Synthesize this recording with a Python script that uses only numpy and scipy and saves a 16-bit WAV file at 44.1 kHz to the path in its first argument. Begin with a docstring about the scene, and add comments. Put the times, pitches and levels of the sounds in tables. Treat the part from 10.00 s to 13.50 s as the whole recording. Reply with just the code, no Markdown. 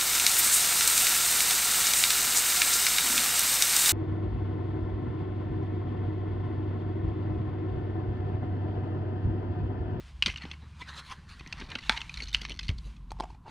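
"""In a quiet workshop, air noise, soft hiss and a low hum (which fades early) lie under a table's low sway.
Gloved hands turn a thin plastic bottle over a towel-covered table: filtered noise makes their rubs and scuffs.
From 0.22 s its wall snaps (damped tones with a noise crack), and creases crackle and tick (runs of tiny slips).
Near 1.9 s the whole bottle pops (body tones and airy noise); snaps return at 2.35 s and 2.69 s, the last
with the strongest of several soft table bumps. From 3.1 s a metal fitting taps and scrapes in the neck."""
import sys
import numpy as np
from scipy import signal
from scipy.fft import rfft, irfft, next_fast_len
from scipy.io import wavfile
from scipy.ndimage import uniform_filter1d, map_coordinates

SR = 44100
rng = np.random.default_rng(int(sys.argv[2]) if len(sys.argv) > 2 else 0)


def log_audio(samples):
    """Write samples as a 16-bit WAV file to the path given in sys.argv[1]."""
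    # one column per channel
    frames = np.atleast_2d(samples).T
    # limit to full scale, then quantise
    limited = np.clip(frames, -1, 1)
    pcm = np.round(limited * 32767).astype(np.int16)
    wavfile.write(sys.argv[1], SR, pcm)


N = 154350  # samples: 3.5 s


def amp(db):
    """Turn decibels into a gain."""
    return 10 ** (np.asarray(db) / 20)


def unit(x):
    """Scale to an rms of 1."""
    return x / np.sqrt(np.mean(x ** 2) + 1e-20)


def with_energy(x, energy):
    """Scale x to a given sum of squares."""
    return x * np.sqrt(energy / (np.sum(x ** 2) + 1e-20))


def seconds(length):
    """Make a time axis in seconds."""
    return np.arange(int(length * SR)) / SR


def along(points, hz):
    """Read (f/Hz, value) points on a log frequency axis."""
    f, value = np.transpose(points)
    return np.interp(np.log(hz + 1), np.log(f + 1), value)


def curve(rows):
    """Read (t/s, value) points at every sample."""
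    return np.interp(np.arange(N) / SR, *np.transpose(rows))


def wobble(rate):
    """Make a smooth random curve with `rate` knots a second."""
    knots = rng.standard_normal(int(N * rate / SR) + 4)
    return map_coordinates(knots, [np.arange(N) * rate / SR])


def add(track, s, x):
    """Mix x into the track at time s."""
    part = track[max(round(s * SR), 0):][:len(x)]
    part += x[:len(part)]


def noise(points):
    """Make steady noise of rms 1 with the given spectrum."""
    m = next_fast_len(N + SR // 4)
    spectrum = rfft(rng.standard_normal(m)) * amp(along(points, np.fft.rfftfreq(m, 1 / SR)))
    return unit(irfft(spectrum, m)[:N])


def dying(t60, t):
    """Make noise that falls by 60 dB in t60 seconds."""
    return rng.standard_normal(len(t)) * amp(-60 * t / t60)


def ring(modes, t):
    """Add up damped sines from (f/Hz, level/dB, t60/s) rows."""
    return sum(amp(db - 60 * t / t60) * np.sin(2 * np.pi * hz * t) for hz, db, t60 in modes)


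def colour(x, points, lift=lambda hz: 0, size=4096):
    """Filter x with the given spectrum plus a lift in dB, without any sound ahead of its cause."""
    hz = np.fft.rfftfreq(size, 1 / SR)
    cepstrum = irfft(np.log(amp(along(points, hz) + lift(hz)) + 1e-6))
    # folding the cepstrum forward in time gives a minimum-phase filter
    cepstrum[1:size // 2] *= 2
    cepstrum[size // 2 + 1:] = 0
    response = irfft(np.exp(rfft(cepstrum)))
    return signal.fftconvolve(x, response)[:len(x)]


def resonance(centre_hz, lift_db, width, tilt_db):
    """Shape a bell in dB (width in octaves) on a slope in dB per octave."""
    def lift(hz):
        octaves = np.log2((hz + 1) / centre_hz)
        bell = lift_db * np.exp(-(octaves / width) ** 2 / 2)
        return bell + tilt_db * np.clip(octaves, -2, 2)
    return lift


# spectrum of the room's air noise: f/Hz, level/dB
AIR = [(180, 6), (300, 7.5), (620, -11.5), (1020, 7), (1420, -3.5), (3000, -33), (5000, -27), (9000, -25),
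       (15000, -41.5)]
AIR_DB = -67
# spectrum of the soft hiss: f/Hz, level/dB
HISS = [(300, -8), (700, -2), (1300, 0.5), (2900, 1), (4500, -3.5), (7300, -12.5), (9200, -14.5),
        (12000, -28.5), (14000, -35), (15200, -49)]
# middle level of the hiss, before its waver: t/s, level/dB
HISS_LEVEL = [(0, -58.5), (.15, -63), (.7, -66), (1.2, -66.5), (1.5, -64.5), (2.8, -66.5), (2.97, -68.5),
              (3.05, -75.5), (3.17, -71.5), (3.3, -65), (3.41, -80), (3.5, -66)]
HISS_WAVER_DB = 1.8
# tones of a distant machine: f/Hz, level/dB
HUM = [(72, -51), (146, -62)]
# rise and fall of the hum, added to its tones' levels: t/s, level/dB
HUM_LEVEL = [(0, 4.5), (.6, 6), (1.2, -1), (1.6, -19.5), (3.5, -51)]


def workshop():
    """Steady air noise, a hiss of wavering level, and hum tones whose phase drifts."""
    t = np.arange(N) / SR
    hum = sum(amp(db) * np.sin(2 * np.pi * hz * t + 1.9 * wobble(6)) for hz, db in HUM)
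    hiss = amp(curve(HISS_LEVEL) + HISS_WAVER_DB * wobble(28)) * noise(HISS)
    return amp(AIR_DB) * noise(AIR) + hiss + amp(curve(HUM_LEVEL)) * hum


# spectrum of the table's low sway: f/Hz, level/dB
SWAY = [(20, -34.5), (36, -12), (48, 6), (54, 2.5), (65, -6.5), (120, -49), (400, -97)]
# level of the sway: t/s, level/dB
SWAY_LEVEL = [(0.0, -54), (0.32, -45.5), (0.37, -63), (1.19, -63), (1.42, -47), (1.48, -62), (1.66, -38.5),
              (1.74, -74), (1.84, -39), (2.1, -54), (2.19, -38.5), (2.6, -46.5), (2.69, -37), (2.9, -41),
              (2.94, -51), (3.13, -40.5), (3.3, -46), (3.5, -68)]
# spectrum of the handling rumble: f/Hz, level/dB
RUMBLE = [(30, -7), (55, -17), (72, 0), (95, -1.5), (145, -1.5), (200, -8.5), (300, -23), (500, -39),
          (1500, -62)]
# level of the rumble: t/s, level/dB
RUMBLE_LEVEL = [(0.0, -55.5), (0.17, -55.5), (0.27, -54), (0.82, -53.5), (1.11, -61.5), (1.36, -51),
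                (1.5, -49.5), (1.99, -53.5), (2.1, -51.5), (2.79, -49.5), (3.5, -53.5)]
# soft bumps through hand and table: t/s, level/dB, f/Hz, t60/s
BUMPS = [(0.253, -32, 75, 0.072), (0.266, -25.5, 185, 0.051), (0.292, -27.5, 85, 0.054),
         (0.44, -32, 177, 0.071), (1.598, -42, 238, 0.16), (1.62, -35, 200, 0.048),
         (2.344, -40, 212, 0.035), (2.503, -36, 287, 0.04), (2.6925, -13.5, 84, 0.067)]
BUMP_RISE_S = 0.0022


def table():
    """Handling sways the padded table as low noise; each soft bump is a low damped sine."""
    out, t = np.zeros(N), seconds(.5)
    for s, db, hz, t60 in BUMPS:
        soft_start = 1 - np.exp(-(t / BUMP_RISE_S) ** 2)
        add(out, s, ring([(hz, db, t60)], t) * soft_start)
    sway = noise(SWAY)
    local_power = np.abs(uniform_filter1d(sway ** 2, size=6000))
    sway = unit(sway / np.sqrt(local_power + .05))  # evens out its random swells
    return out + amp(curve(SWAY_LEVEL)) * sway + amp(curve(RUMBLE_LEVEL)) * noise(RUMBLE)


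GRAIN_DB, GRAINS_PER_S = 3, 1400  # typical unevenness of the grip, and its random steps a second


def grip(count):
    """The uneven grip of rubber on plastic: noise whose level jitters quickly."""
    hiss = rng.standard_normal(count)
    knots = rng.standard_normal(count // 8)
    jitter = np.interp(np.arange(count) * GRAINS_PER_S / SR, np.arange(len(knots)), knots)
    return hiss * amp(GRAIN_DB * jitter)


def swell(t, db, rise, fall):
    """Climb 20 dB over the rise to a peak at t = 0, then drop 20 dB over the fall."""
    return amp(db - 20 * np.maximum(-t / rise, t / fall))


# glove strokes: t/s of the peak, level/dB, rise/s, fall/s, main resonance f/Hz, tilt/(dB per octave)
RUBS = [(.275, -46, 0.06, 0.067, 3020, 3.5), (0.419, -49.5, 0.044, 0.16, 2720, -2.5),
        (0.624, -59, 0.03, 0.096, 3950, -5), (0.818, -48, 0.067, 0.037, 2380, 1),
        (.892, -43, 0.034, 0.046, 1570, -0.5), (.96, -50, .1, 0.21, 1840, -5),
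        (.997, -41, .09, 0.024, 3990, 2), (1.064, -52, 0.051, 0.12, 4200, 4),
        (1.125, -39.5, 0.064, 0.021, 1060, -0.5), (1.19, -52.5, 0.057, .08, 1060, -6),
        (1.293, -50, 0.022, 0.11, 4500, 1), (1.609, -50, 0.33, 0.11, 1900, -2.5),
        (1.721, -45.5, 0.071, 0.08, 2430, -5.5), (1.869, -49, 0.092, 0.15, 2700, 1),
        (2.22, -52, 0.54, 0.083, 2300, 2), (2.37, -51, 0.099, 0.15, 2940, -1),
        (2.509, -84, .06, 0.046, 2900, -3), (2.641, -60, 0.046, 0.22, 3070, 4),
        (2.859, -60.5, 0.061, 0.072, 2700, 5.5), (3.484, -50.5, 0.034, .1, 850, -4.5)]
# spectrum of glove on plastic: f/Hz, level/dB
GLOVE = [(150, -2), (350, -16), (650, -11.5), (950, -0.5), (1300, 1), (1700, 0.5), (2600, -4), (4000, -2.5),
         (5200, -12.5), (6500, -14.5), (8000, -21), (9500, -21), (12000, -38.5), (15000, -39)]
RUB_DB, RUB_OCTAVES = 9, 0.078  # lift and width of a stroke's main resonance


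def gloves():
    """Grainy friction swells and fades with each stroke, stressing one resonance of the plastic."""
    out, t = np.zeros(N), seconds(1) - .5
    for s, db, rise, fall, hz, tilt_db in RUBS:
        rub = colour(grip(len(t)), GLOVE, resonance(hz, RUB_DB, RUB_OCTAVES, tilt_db))
        stroke = unit(rub) * swell(t, db, rise, fall)
        add(out, s - .5, stroke[t >= -s])  # drop anything before time zero
    return out


def patchy(x, depth_db):
    """The shifting grip favours one resonance, then another: random gains over pitch and time."""
    z = signal.stft(x, nperseg=512)[2]
    field = uniform_filter1d(rng.standard_normal(z.shape), size=4, axis=0)
    field = uniform_filter1d(field, size=7, axis=1)
    return signal.istft(z * amp(depth_db * unit(field)), nperseg=512)[1][:N]


# finger pads scuff the wall: t/s of the peak, level/dB, rise/s, fall/s
SCUFFS = [(0.276, -46, 0.034, 0.043), (0.456, -52.5, 0.046, .06), (0.638, -50, 0.015, .02),
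          (1.62, -54.5, 0.099, 0.11), (1.73, -51.5, 0.069, 0.085), (1.96, -61.5, .05, 0.13),
          (2.231, -52, 0.067, 0.038), (2.418, -47, .01, 0.028), (2.508, -45.5, 0.037, 0.046),
          (2.699, -44.5, 0.014, 0.043), (2.869, -57.5, 0.049, 0.043)]
# spectrum of a finger pad: f/Hz, level/dB
PAD = [(80, -12.5), (180, 4), (320, 0), (500, -6.5), (650, -12.5), (1000, -15.5), (2000, -22), (8000, -52)]
# a dragging fingertip sounds the hollow body: t/s of the peak, level/dB, rise/s, fall/s, f/Hz
DRAGS = [(0.819, -46.5, 0.034, 0.029, 1000), (.826, -41, 0.014, 0.0073, 2270),
         (.893, -53, 0.025, 0.031, 1030), (.98, -50, 0.082, 0.025, 3980), (1.125, -37, 0.012, 0.015, 1015)]
DRAG_WIDTH = 0.085  # bandwidth over pitch


def fingertips():
    """Pads scuff softly as low-coloured friction; short drags excite one narrow resonance."""
    out, t = np.zeros(N), seconds(0.42) - .25
    for s, db, rise, fall in SCUFFS:
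        scuff = unit(colour(grip(len(t)), PAD))
        add(out, s + t[0], scuff * swell(t, db, rise, fall))
    for s, db, rise, fall, hz in DRAGS:
        edges = [hz * (1 - DRAG_WIDTH / 2), hz * (1 + DRAG_WIDTH / 2)]
        band = signal.butter(2, edges, 'band', fs=SR, output='sos')
        drag = unit(signal.sosfilt(band, grip(len(t))))
        add(out, s + t[0], drag * swell(t, db, rise, fall))
    return out


# the wall buckles: t/s, level/dB, panel pitch f/Hz, t60/s, crack over ring level/dB
SNAPS = [(0.2242, -7, 2940, 0.013, -9), (0.227, -16.5, 2590, 0.014, -0.5), (0.236, -24, 2720, 0.01, -2.5),
         (0.262, -14.5, 3700, 0.0086, 2.5), (.2702, -19, 2440, .011, -19), (0.3003, -24.5, 2850, .011, -10),
         (0.3602, -26, 2870, 0.016, -10), (2.3470, -6.5, 2945, 0.0088, -4.5),
         (2.354, -19, 2850, 0.0059, -2), (2.6917, -16.5, 3020, 0.004, -1)]
# spectrum of cracking plastic, also for crackles, ticks and pop: f/Hz, level/dB
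PLASTIC = [(100, -45), (250, -6), (600, -24), (1000, -6.5), (1500, -3), (2200, 3), (3200, 3), (4500, 1.5),
           (6200, -12), (7300, -18.5), (9000, -21), (11500, -33), (15000, -47)]
SPLINTER_DB, SPLINTER_T60_S = -3, 0.016  # fine slips behind a snap's first crack


def snaps():
    """A panel flips: a sharp crack, fine slips behind it, and a short ring at the panel's pitch."""
    out, t = np.zeros(N), seconds(.1)
    low_cut = signal.butter(2, 1000, 'high', fs=SR, output='sos')
    for s, db, hz, t60, crack_db in SNAPS:
        panel = ring([(hz, 0, t60)], t) * (1 - np.exp(-t / 0.00022))
        panel = signal.sosfilt(low_cut, panel)
        first_crack = t == 0
        splinters = with_energy(dying(SPLINTER_T60_S, t) * (t > .001), 0.75)
        crack = colour(first_crack + amp(SPLINTER_DB) * splinters, PLASTIC)
        crack = with_energy(crack, np.sum(panel ** 2))
        add(out, s, amp(db) * (panel + amp(crack_db) * crack))
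    return out


SLIPS_PER_S, SLIP_SPREAD_DB = 900, 4


def slips(length, t):
    """A first slip sets off a random run of further slips, most of them smaller."""
    chance, size = rng.random(len(t)), rng.standard_normal(len(t))
    happens = (chance < SLIPS_PER_S / SR) * (t < length)
    run = happens * np.sign(size) * amp(SLIP_SPREAD_DB * (np.abs(size) - 1.5))
    run[0] = 1
    return run


# lasting resonances of the wall: f/Hz, level/dB before a random strength, t60/s
WALL = [(2040, -1, 0.041), (2176, 4, 0.02), (2505, 5, 0.017), (3042, -2, 0.037), (3424, -10, 0.027),
        (3764, -1, 0.018), (4400, 2, 0.029), (5654, 8.5, 0.022), (6150, 17.5, 0.015)]
WALL_DB, SLIP_T60_S = -5, 0.014  # gain of the lasting part; decay of the dense part


def wall_ring(t):
    """The wall answers a slip with dense dying noise and a few lasting modes, randomly struck."""
    lasting = sum(rng.normal() * ring([mode], t) for mode in WALL)
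    dense = with_energy(dying(SLIP_T60_S, t), 0.92)
    return dense + amp(WALL_DB) * with_energy(lasting, 0.59)


# creases crackle: t/s, level/dB, length/s, pitch f/Hz, tilt/(dB per octave)
CRACKLES = [(0.26, -25.5, 0.01, 3170, 1.5), (0.278, -34, 0.0076, 2860, -6), (0.283, -37, .011, 2810, -5),
            (0.2967, -35.5, .006, 2500, -6), (0.31, -45, .004, 2600, -5), (0.337, -46, .005, 2900, -12),
            (0.362, -45, .005, 2300, -5), (0.373, -40.5, 0.0028, 2900, -1.5),
            (0.3815, -41, 0.0035, 2870, -1.5), (0.42, -38.5, 0.0024, 2420, -4),
            (0.4347, -41, 0.0042, 2000, -2), (0.453, -35, 0.002, 2170, -13.5),
            (0.5136, -32, 0.0019, 2720, -3.8), (0.534, -47, 0.0065, 2270, -7),
            (0.815, -40.5, 0.0064, 2040, -10), (1.3946, -46, 0.0044, 2400, 3),
            (1.4080, -43, 0.0034, 2800, -9.5), (1.4624, -39.5, 0.0018, 3150, -11.5),
            (1.4744, -42, 0.0011, 2790, 4.5), (1.5257, -30, 0.0033, 2650, -1),
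            (1.5386, -50, 0.0034, 2680, -17), (1.579, -55, 0.012, 2780, 3), (1.5990, -44, 0.0053, 1900, 4),
            (1.613, -37.5, 0.0024, 1900, -8.5), (1.62, -38, 0.0036, 1710, -9.5),
            (1.7025, -45, 0.0026, 3000, 6), (1.7165, -34.5, 0.0027, 2950, -4.5),
            (1.7534, -26, 0.0017, 2860, -0.5), (1.7562, -28, 0.0019, 2900, -8.5),
            (1.7856, -36.5, 0.0037, 2730, -3), (1.792, -50, 0.0038, 2800, 3),
            (1.8266, -42.5, 0.0019, 2850, -7), (1.834, -44.5, 0.0059, 2970, -2),
            (1.964, -38, 0.0048, 4000, -1), (1.9720, -34, 0.0033, 2680, -1), (1.975, -30, 0.0033, 2730, -2),
            (2.005, -38.5, 0.0044, 3200, 2), (2.0159, -28.5, 0.0016, 2640, -2.5),
            (2.0947, -33.5, 0.0028, 2400, -0.5), (2.1415, -34.5, 0.0019, 3860, 6.5),
            (2.1727, -35, 0.004, 3940, 3), (2.203, -33.5, 0.0044, 2315, 0.5),
            (2.221, -36, 0.0065, 4300, 3.5), (2.2313, -40, 0.0084, 6550, 5), (2.254, -52, .003, 3600, 11),
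            (2.2732, -43, 0.0026, 3970, 3), (2.2823, -45.5, .013, 6080, 2.5), (2.329, -34, 0.0021, 3550, 8),
            (2.3380, -35.5, 0.011, 3330, 4.5), (2.367, -45, 0.0027, 2700, 4),
            (2.4153, -36, 0.0041, 3150, 5), (2.433, -43, 0.0023, 2960, -4), (2.451, -31, 0.0032, 2520, -3),
            (2.46, -48, 0.006, 2530, 0.5), (2.487, -44, 0.0023, 2980, -4), (2.4951, -36, 0.0025, 2200, 4),
            (2.5045, -39, 0.0058, 2900, -1), (2.5174, -36.5, 0.0045, 2870, 1),
            (2.5913, -31, 0.0045, 3650, 0), (2.612, -47.5, 0.0057, 2680, -2),
            (2.63, -44, 0.0072, 3830, 1.5), (2.682, -35, 0.0043, 4860, 2.5), (2.7, -37, 0.0026, 2320, -5.5),
            (2.7820, -46.5, 0.0052, 4640, 5), (2.9646, -57, 0.0044, 3176, 3),
            (3.1056, -47, 0.0016, 4430, 0.5)]
PANEL_DB, PANEL_OCTAVES = 9.5, 0.091  # lift and width of a crease's own pitch


def crackles():
    """A crease gives way in a quick run of slips, each briefly ringing the thin wall."""
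    out, t = np.zeros(N), seconds(.1)
    for s, db, length, hz, tilt_db in CRACKLES:
        burst = signal.fftconvolve(slips(length, t), wall_ring(t))[:len(t)]
        burst = colour(burst, PLASTIC, resonance(hz, PANEL_DB, PANEL_OCTAVES, tilt_db))
        add(out, s, amp(db) * with_energy(burst, length * SR))
    return out


# fine ticks while the fingers press: start t/s, end t/s, level/dB
PRESSES = [(0.271, 0.365, -50.5), (0.364, 0.535, -58.5), (1.569, 1.894, -58.5), (1.938, 2.025, -59),
           (2.152, 2.323, -55.5), (2.359, 2.722, -57)]
TICKS_PER_S, TICK_SPREAD_DB = 160, 0.5


def ticks():
    """Tiny creases tick at random under pressure, each ringing the wall."""
    out, t = np.zeros(N), seconds(.7)
    for start, end, db in PRESSES:
        chance, size = rng.random(len(t)), rng.standard_normal(len(t))
        happens = (chance < TICKS_PER_S / SR) * (t < end - start)
        run = happens * amp(TICK_SPREAD_DB * np.clip(size, -2, 2))
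        sound = colour(signal.fftconvolve(run, wall_ring(t))[:len(t)], PLASTIC)
        add(out, start, amp(db) * with_energy(sound, (end - start) * SR))
    return out


# the whole bottle pops and rebounds: t/s, level/dB
POPS = [(1.8953, -5), (1.9003, -15.5), (1.9104, -27), (1.9208, -24.5), (1.9256, -24.5)]
# wall and air modes of the bottle: f/Hz, level/dB, t60/s
BOTTLE = [(230, -21, 0.031), (727, -18.5, .02), (883, -21, .16), (1300, -10.5, 0.014), (1560, -6.5, 0.014),
          (1900, -2.5, 0.0053), (2300, -11, 0.014), (3450, -10.5, 0.014), (4240, -8.5, 0.0058),
          (5790, -22, 0.0099), (8570, -22, 0.0067)]
# spectrum of the air's dense after-ring: f/Hz, level/dB
HOLLOW = [(200, -1), (600, -30), (900, 18.5), (1100, 6.5), (1550, 4), (2100, 11), (2900, -2), (4200, 0),
          (7000, -10), (14000, -33)]
HOLLOW_DB, HOLLOW_T60_S = -32, 0.45


def pop():
    """The whole body springs back with a crack and damped modes, and the air inside rings on."""
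    out, t = np.zeros(N), seconds(.5)
    # neighbouring modes start in opposite directions
    body = sum((-1) ** k * ring([mode], t) for k, mode in enumerate(BOTTLE))
    body = body * (1 - np.exp(-t / 0.000078))
    for s, db in POPS:
        air = unit(colour(rng.standard_normal(len(t)), HOLLOW))
        air = air * amp(HOLLOW_DB - 60 * t / HOLLOW_T60_S)
        crack = amp(-4) * colour(dying(0.0078, t), PLASTIC)
        add(out, s, amp(db) * (body + air + crack))
    return out


# the fitting touches the neck: t/s, level/dB, length/s, scrape over ring level/dB
TAPS = [(3.106, -50, .003, 7), (3.1180, -31, .001, -13), (3.168, -48, .003, -25), (3.188, -44, .01, -8),
        (3.2003, -31.5, .006, 2), (3.206, -26, .002, -8), (3.222, -40.5, .012, -2),
        (3.236, -30, .008, -7.5), (3.254, -45.5, .004, -7), (3.302, -43.5, .005, -3),
        (3.347, -46.5, .003, -9), (3.45, -45, .012, -28.5), (3.4634, -37.5, .02, -14.5)]
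# modes of the hollow neck: f/Hz, level/dB, t60/s
NECK = [(453, -15, 0.019), (786, -17.5, 0.031), (869, 1.5, 0.027), (1000, -25.5, 0.025)]
# spectrum of the scrape: f/Hz, level/dB
SCRAPE = [(150, 3), (500, -0.5), (1000, 6.5), (1500, -10), (2500, -4), (3700, -8.5), (4800, -9),
          (7000, -17), (10000, -28), (14500, -56)]


def neck_taps():
    """The fitting catches on the rim in a run of slips that scrape and sound the hollow neck."""
    out, t = np.zeros(N), seconds(.2)
    note = ring(NECK, t)
    energy = np.sum(note ** 2)
    for s, db, length, scrape_db in TAPS:
        run = slips(length, t)
        hollow = with_energy(signal.fftconvolve(run, note)[:len(t)], energy)
        scrape = signal.fftconvolve(run, dying(0.015, t))[:len(t)]
        scrape = with_energy(colour(scrape, SCRAPE), energy)
        add(out, s, amp(db) * (hollow + amp(scrape_db) * scrape))
    return out


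# decay of the room's tail: f/Hz, t60/s
ROOM = [(200, 0.62), (1500, 0.54), (4000, 0.15), (10000, 0.61)]
ROOM_DB, WIDTH = -17, 0.1  # gain of the tail; share of left-right difference
NEAR_DB, NEAR_T60_S = -18.5, 0.15  # nearby surfaces


def room(x):
    """Nearby surfaces and a faint tail answer as dying noise, slightly different left and right."""
    hz, t, z = signal.stft(rng.standard_normal((2, SR // 2)), SR, nperseg=256)
    decay = amp(-60 * t / along(ROOM, hz)[:, None])
    tails = signal.istft(z * decay, SR, nperseg=256)[1]
    t = np.arange(tails.shape[1]) / SR
    answers = []
    for tail in tails:
        far = with_energy(tail * (t > .004), 0.52)
        near = with_energy(dying(NEAR_T60_S, t) * (t > .002), 0.77)
        answers.append(amp(ROOM_DB) * far + amp(NEAR_DB) * near)
    mid, side = [signal.fftconvolve(x, answer)[:N] for answer in answers]
    return np.array([mid + WIDTH * side, mid - WIDTH * side])


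# left-right difference of the bottle's direct sound, over its middle: f/Hz, level/dB
SIDE = [(100, -57), (800, -45), (2000, -43), (4000, -25.5), (9000, -20.5), (13000, 5)]


def scene():
    """The bottle in the middle, its width mostly treble, over table rumble and room noise."""
    rubbing = patchy(gloves(), depth_db=3.5)
    bottle = rubbing + fingertips() + snaps() + crackles() + ticks() + pop() + neck_taps()
    scatter = with_energy(dying(.012, seconds(.02)), 0.61)
    side = colour(signal.fftconvolve(bottle, scatter)[:N], SIDE)
    return bottle + np.array([side, -side]) + room(bottle) + table() + workshop()


TOP_HZ = 15200


def record(dry):
    """Keep nothing at or above the band limit."""
    m = next_fast_len(N + SR // 2)
    keep = np.fft.rfftfreq(m, 1 / SR) < TOP_HZ
    return irfft(rfft(dry, m) * keep, m)[..., :N]


dry = scene()
out = record(dry)
log_audio(out)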